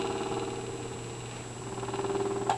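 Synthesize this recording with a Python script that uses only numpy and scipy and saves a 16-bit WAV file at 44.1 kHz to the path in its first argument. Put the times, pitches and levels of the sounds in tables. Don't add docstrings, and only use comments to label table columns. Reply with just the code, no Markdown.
import sys
import numpy as np
from scipy import signal
from scipy.fft import rfft, irfft, next_fast_len
from scipy.io import wavfile

SR = 44100
rng = np.random.default_rng(int(sys.argv[2]) if len(sys.argv) > 2 else 0)


def pcm_store(signal):
    levels = np.round(np.clip(np.atleast_2d(signal), -1, 1) * 32767)
    wavfile.write(sys.argv[1], SR, levels.astype(np.int16).T)


N = 113337

# (time [s], rate [Hz])
SWING_RATE = [(0, 18.55), (.4, 18.55), (.7, 18.5), (1.0, 18.4), (1.3, 18.4), (1.6, 18.55), (1.85, 18.66),
              (2.05, 18.8), (2.45, 18.95)]
FIRST_KNOCK_S, TURN_MID_S, TURN_LENGTH_S, CAUGHT_S = .0455, 1.416, .24, 2.49
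# (time [s], low modes [dB], upper modes [dB], chatter [dB])
SWING_LEVELS = [(0.0, -31.5, -35, -45), (0.15, -35, -38, -47.5), (0.33, -33, -36.5, -49.5),
                (0.6, -39.5, -45.5, -54), (0.9, -42.5, -48.5, -54), (1.3, -49, -56, -53.5),
                (1.52, -47.5, -53, -58), (1.72, -40, -44, -56.5), (1.95, -34, -37.5, -49.5),
                (2.15, -31, -37, -51.5), (2.43, -33.7, -39.5, -61.5)]
# (delay [s], low-mode drive [dB], upper-mode drive [dB])
FIRST_CONTACTS = [(-0.00381, 8.0, 5.1), (0.00165, 0.4, 6.4), (0.00972, -25.0, 2.7), (0.01382, -25.0, -2.3),
                  (0.02219, -0.1, -6.4), (0.03944, 3.3, -23.7)]
SECOND_CONTACTS = [(-0.00218, 7.2, 5.1), (0.00365, 5.0, 4.2), (0.0083, -1.4, -3.4), (0.01193, -1.5, -6.4),
                   (0.02478, -13.6, -11.4), (0.04153, 0.8, -7.2)]
# (frequency [Hz], t60 [s], weight [dB])
FIRST_LOW_MODES = [(219, 0.198, -3.0), (317, 0.113, 0.3), (359, 0.333, -0.7), (388, 0.333, 0.9),
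                   (454, 0.116, -0.9)]
FIRST_UPPER_MODES = [(655, 0.128, -2.9), (782, 0.146, 0.5), (826, 0.333, 10.6), (913, 0.024, -16.1),
                     (1002, 0.081, -7.7), (1169, 0.331, 1.7), (1340, 0.105, -10.8), (1548, 0.333, -11.4),
                     (1666, 0.148, -17.1)]
SECOND_LOW_MODES = [(226, 0.035, -9.8), (321, 0.13, -2.4), (357, 0.333, -1.0), (396, 0.333, 10.4),
                    (451, 0.285, -12.2)]
SECOND_UPPER_MODES = [(598, 0.125, -2.2), (734, 0.139, 2.1), (802, 0.072, 1.0), (919, 0.018, -11.1),
                      (939, 0.107, 3.0), (1072, 0.02, -11.4), (1347, 0.036, -15.0), (1642, 0.018, -11.3),
                      (1657, 0.041, -8.7)]
# (frequency [Hz], level [dB])
RASP_SPECTRUM = [(120, -25), (220, -12), (480, -7), (620, -2), (800, 0.5), (1100, 0.5), (1500, -5),
                 (2000, -14), (3800, -13), (5000, -20.5), (10000, -46)]

# (time [s], delay after knock [s])
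FAR_END_DELAY = [(0, 0.025), (.8, 0.027), (1.35, 0.021), (1.6, .0218), (1.95, .0198), (2.2, 0.018)]
# (delay [s], first plane [dB], second plane [dB])
CHATTER_TICKS = [(-.027, -11.5, -12.5), (-.018, -6, -4.5), (-.009, -7, -10), (0, 1.5, 1), (.009, -6.5, -18),
                 (.018, -8.5, -11.5)]
# (frequency [Hz], t60 [s], level [dB])
WIRE_MODES = [(2394, 0.02, -1.5), (2517, 0.026, -0.5), (2787, 0.026, 4), (2883, 0.024, 1.5),
              (3186, 0.028, -6), (3437, 0.015, -4), (3908, 0.031, -5.5), (4030, 0.041, -3.5),
              (7420, 0.032, -11)]
# (frequency [Hz], level [dB])
SCRAPE_SPECTRUM = [(300, -48), (900, -15), (1600, -2), (2000, -18), (3500, 5), (4300, -17), (5000, -10),
                   (10000, -21)]

# (frequency [Hz], rms level [dB])
STEADY_TONES = [(120, -44.5), (7864, -61.5)]
# (frequency [Hz], level [dB])
HISS_SPECTRUM = [(25, -18), (45, -16.5), (65, -16.5), (100, -11), (167, -14), (449, -11.5), (565, -21.5),
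                 (817, -17.5), (1450, -27), (2770, -31), (5150, -35.5), (7400, -34), (8350, -36.5),
                 (11000, -38.5)]
# (frequency [Hz], level [dB])
RUSTLE_SPECTRUM = [(200, -2), (800, 6), (1500, -3), (2300, 3), (3200, -4), (5000, -10), (10000, -26)]
# (frequency [Hz], t60 [s], level [dB])
PLATE_MODES = [(852, 0.029, 0), (1040, 0.019, -20), (1340, 0.075, -11), (1740, 0.03, -14)]

# (time [s], thud [dB], crack [dB])
HAND_BLOWS = [(2.4945, -16, -45), (2.497, -18.5, -33), (2.499, -41, -21.5), (2.507, -18, -30),
              (2.516, -21, -38), (2.5225, -22, -42), (2.5425, -28, -45)]
# (frequency [Hz], t60 [s], level [dB])
THUD_MODES = [(749, 0.047, -3.5), (832, 0.019, 9.5), (960, 0.024, -6), (1316, 0.025, -14.5),
              (1623, 0.03, -15.5)]
# (frequency [Hz], level [dB])
CRACK_SPECTRUM = [(100, -20), (300, 6), (1200, 4.5), (2000, -13), (2900, -0.5), (4200, -12), (6000, -22),
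                  (7600, -4.5), (8500, -12), (10500, -28)]
# (frequency [Hz], level [dB])
RATTLE_SPECTRUM = [(500, -20), (1400, 3), (2000, -7), (3200, 1.5), (4500, -9.5), (6000, -19), (10000, -30)]
# (frequency [Hz], gain [dB])
TREBLE_ROLL_OFF = [(10000, -0.5), (10800, -3.5), (11400, -9.5), (11900, -20)]


def amp(db):
    return 10 ** (np.asarray(db) / 20)


def unit(x):
    return x / np.sqrt(np.mean(x ** 2) + 1e-20)


def clock(length_s=None):
    return np.arange(N if length_s is None else int(length_s * SR)) / SR


def curve(rows, t, column=1):
    rows = np.array(rows)
    return np.interp(t, rows[:, 0], rows[:, column])


def coloured(x, spectrum, top_hz=SR):
    size = next_fast_len(len(x) + 8192)
    bins_hz = np.fft.rfftfreq(size, 1 / SR)
    hz, db = np.transpose(spectrum)
    gain = amp(np.interp(np.log(bins_hz + 1), np.log(hz + 1), db)) * (bins_hz < top_hz)
    return irfft(rfft(x, size) * gain, size)[:len(x)]


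def noise(spectrum, samples=N):
    return unit(coloured(rng.standard_normal(samples), spectrum))


def burst(spectrum, t60_s):
    t = clock(.5)
    return noise(spectrum, len(t)) * amp(-60 * t / t60_s)


def ringing(modes):
    t = clock(.5)
    return sum(amp(db - 60 * t / t60_s) * np.sin(2 * np.pi * hz * t) for hz, t60_s, db in modes)


def strike(times_s, gains, response):
    at = np.round((np.ravel(times_s) + 1) * SR).astype(int)
    impulses = np.bincount(at, np.ravel(gains), N + SR)
    return signal.fftconvolve(impulses, response)[SR:SR + N]


def swings():
    t = clock(3) - .25
    cycles = np.cumsum(curve(SWING_RATE, t)) / SR
    cycles -= np.interp(FIRST_KNOCK_S, t, cycles)
    times_s = np.interp(np.arange(np.ceil(cycles[0]), cycles[-1]), cycles, t)
    times_s = times_s[times_s < CAUGHT_S]
    angle_rad = np.clip((times_s - TURN_MID_S) / TURN_LENGTH_S + .5, 0, 1) * np.pi / 2
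    return times_s, np.array([np.cos(angle_rad), np.sin(angle_rad)])


def spring_ring(modes):
    t = clock(.5)
    ring = sum((-1) ** k * amp(db - 60 * t / t60_s) / t60_s * np.cos(2 * np.pi * hz * t)
               for k, (hz, t60_s, db) in enumerate(modes))
    return ring * np.where(t > 0, 1, .5)


def twang(times_s, shares, trim_db=-2, scatter_db=.6, lull_s=1, lull_width_s=.51):
    out = np.zeros(N)
    lull = amp(-4) * np.exp(-((times_s - lull_s) / lull_width_s) ** 2)
    planes = ((FIRST_CONTACTS, FIRST_LOW_MODES, FIRST_UPPER_MODES),
              (SECOND_CONTACTS, SECOND_LOW_MODES, SECOND_UPPER_MODES))
    for (contacts, *bands), share in zip(planes, shares):
        contacts = np.array(contacts)
        hits_s = times_s[:, None] + contacts[:, 0]
        offset_db = scatter_db * rng.standard_normal(hits_s.shape)
        for column, modes in enumerate(bands, 1):
            force = amp(contacts[:, column] + offset_db)
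            ring = spring_ring(modes)
            level_db = curve(SWING_LEVELS, times_s, column) + trim_db
            gain = share * amp(level_db) / np.std(strike(hits_s, force, ring))
            out += strike(hits_s, force * gain[:, None], ring)
            if modes is FIRST_LOW_MODES:
                out += strike(hits_s, force * (gain * lull)[:, None], spring_ring(modes[-1:]))
    return out


def rasp(times_s, attack_s=.0023, t60_s=.16, trim_db=-11):
    t = clock(.5)
    stroke = amp(-60 * t / t60_s) * (1 - np.exp(-t / attack_s))
    envelope = unit(strike(times_s, np.ones(len(times_s)), stroke))
    return envelope * noise(RASP_SPECTRUM) * amp(curve(SWING_LEVELS, clock(), column=2) + trim_db)


def chatter(times_s, shares, jitter_s=.00015, scatter_db=1.5, attack_s=.0015, trim_db=.5):
    delay_s, *plane_db = np.transpose(CHATTER_TICKS)
    hits_s = (times_s + curve(FAR_END_DELAY, times_s))[:, None] + delay_s
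    hits_s += jitter_s * rng.standard_normal(hits_s.shape)
    force = (shares.T ** 2) @ amp(plane_db)
    force *= amp(scatter_db * rng.standard_normal(hits_s.shape))
    scrape = amp(-4.5) * unit(burst(SCRAPE_SPECTRUM, t60_s=.015))
    tick = (unit(ringing(WIRE_MODES)) + scrape) * (1 - np.exp(-clock(.5) / attack_s))
    return unit(strike(hits_s, force, tick)) * amp(curve(SWING_LEVELS, clock(), column=3) + trim_db)


def room(x, t60_s=.28, gap_s=.004):
    t = clock(.5)
    tail = rng.standard_normal(len(t)) * amp(-60 * t / t60_s) * (t > gap_s)
    return signal.fftconvolve(x, tail / np.linalg.norm(tail))[:N]


def background(whine_hz=7711.5, whine_db=-52, flutter_hz=28.7, flutter_rad=.77, hiss_db=-42.5):
    t = clock()
    tones = sum(np.sqrt(2) * amp(db) * np.sin(2 * np.pi * (hz * t + rng.random()))
                for hz, db in STEADY_TONES)
    flutter = flutter_rad * np.sin(2 * np.pi * flutter_hz * t)
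    whine = amp(whine_db) * unit(np.sin(2 * np.pi * whine_hz * t + flutter))
    return tones + whine + amp(hiss_db) * noise(HISS_SPECTRUM)


def rustle(peak_s=1.37, width_s=.076, level_db=-47.5):
    swell = np.exp(-((clock() - peak_s) / width_s) ** 2)
    return amp(level_db) * swell * noise(RUSTLE_SPECTRUM)


def base_plate(times_s, peak_s=1.94, width_s=.13, lag_s=.00035, gain_db=-29.5):
    force = amp(gain_db) * np.exp(-((times_s - peak_s) / width_s) ** 2)
    return strike(times_s + lag_s, force, ringing(PLATE_MODES))


def hand(attack_s=.0021):
    thud = ringing(THUD_MODES) * (1 - np.exp(-clock(.5) / attack_s))
    out = np.zeros(N)
    for time_s, thud_db, crack_db in HAND_BLOWS:
        crack = burst(CRACK_SPECTRUM, t60_s=.019)
        out += strike([time_s], [1], amp(thud_db) * thud + amp(crack_db) * crack)
    return out


def rattle(start_s=2.501, level_db=-34):
    return strike([start_s], [amp(level_db)], burst(RATTLE_SPECTRUM, t60_s=.14))


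def scene():
    times_s, shares = swings()
    spring = twang(times_s, shares) + base_plate(times_s) + rasp(times_s)
    ticks = chatter(times_s, shares)
    catch = hand() + rattle()
    in_room = sum(x + amp(wet_db) * room(x) for x, wet_db in ((spring, -15), (ticks, -8.5), (catch, -8)))
    return (in_room + rustle() + background())[None]


def record(dry):
    return np.array([coloured(x, TREBLE_ROLL_OFF, top_hz=12000) for x in dry])


dry = scene()
out = record(dry)
pcm_store(out)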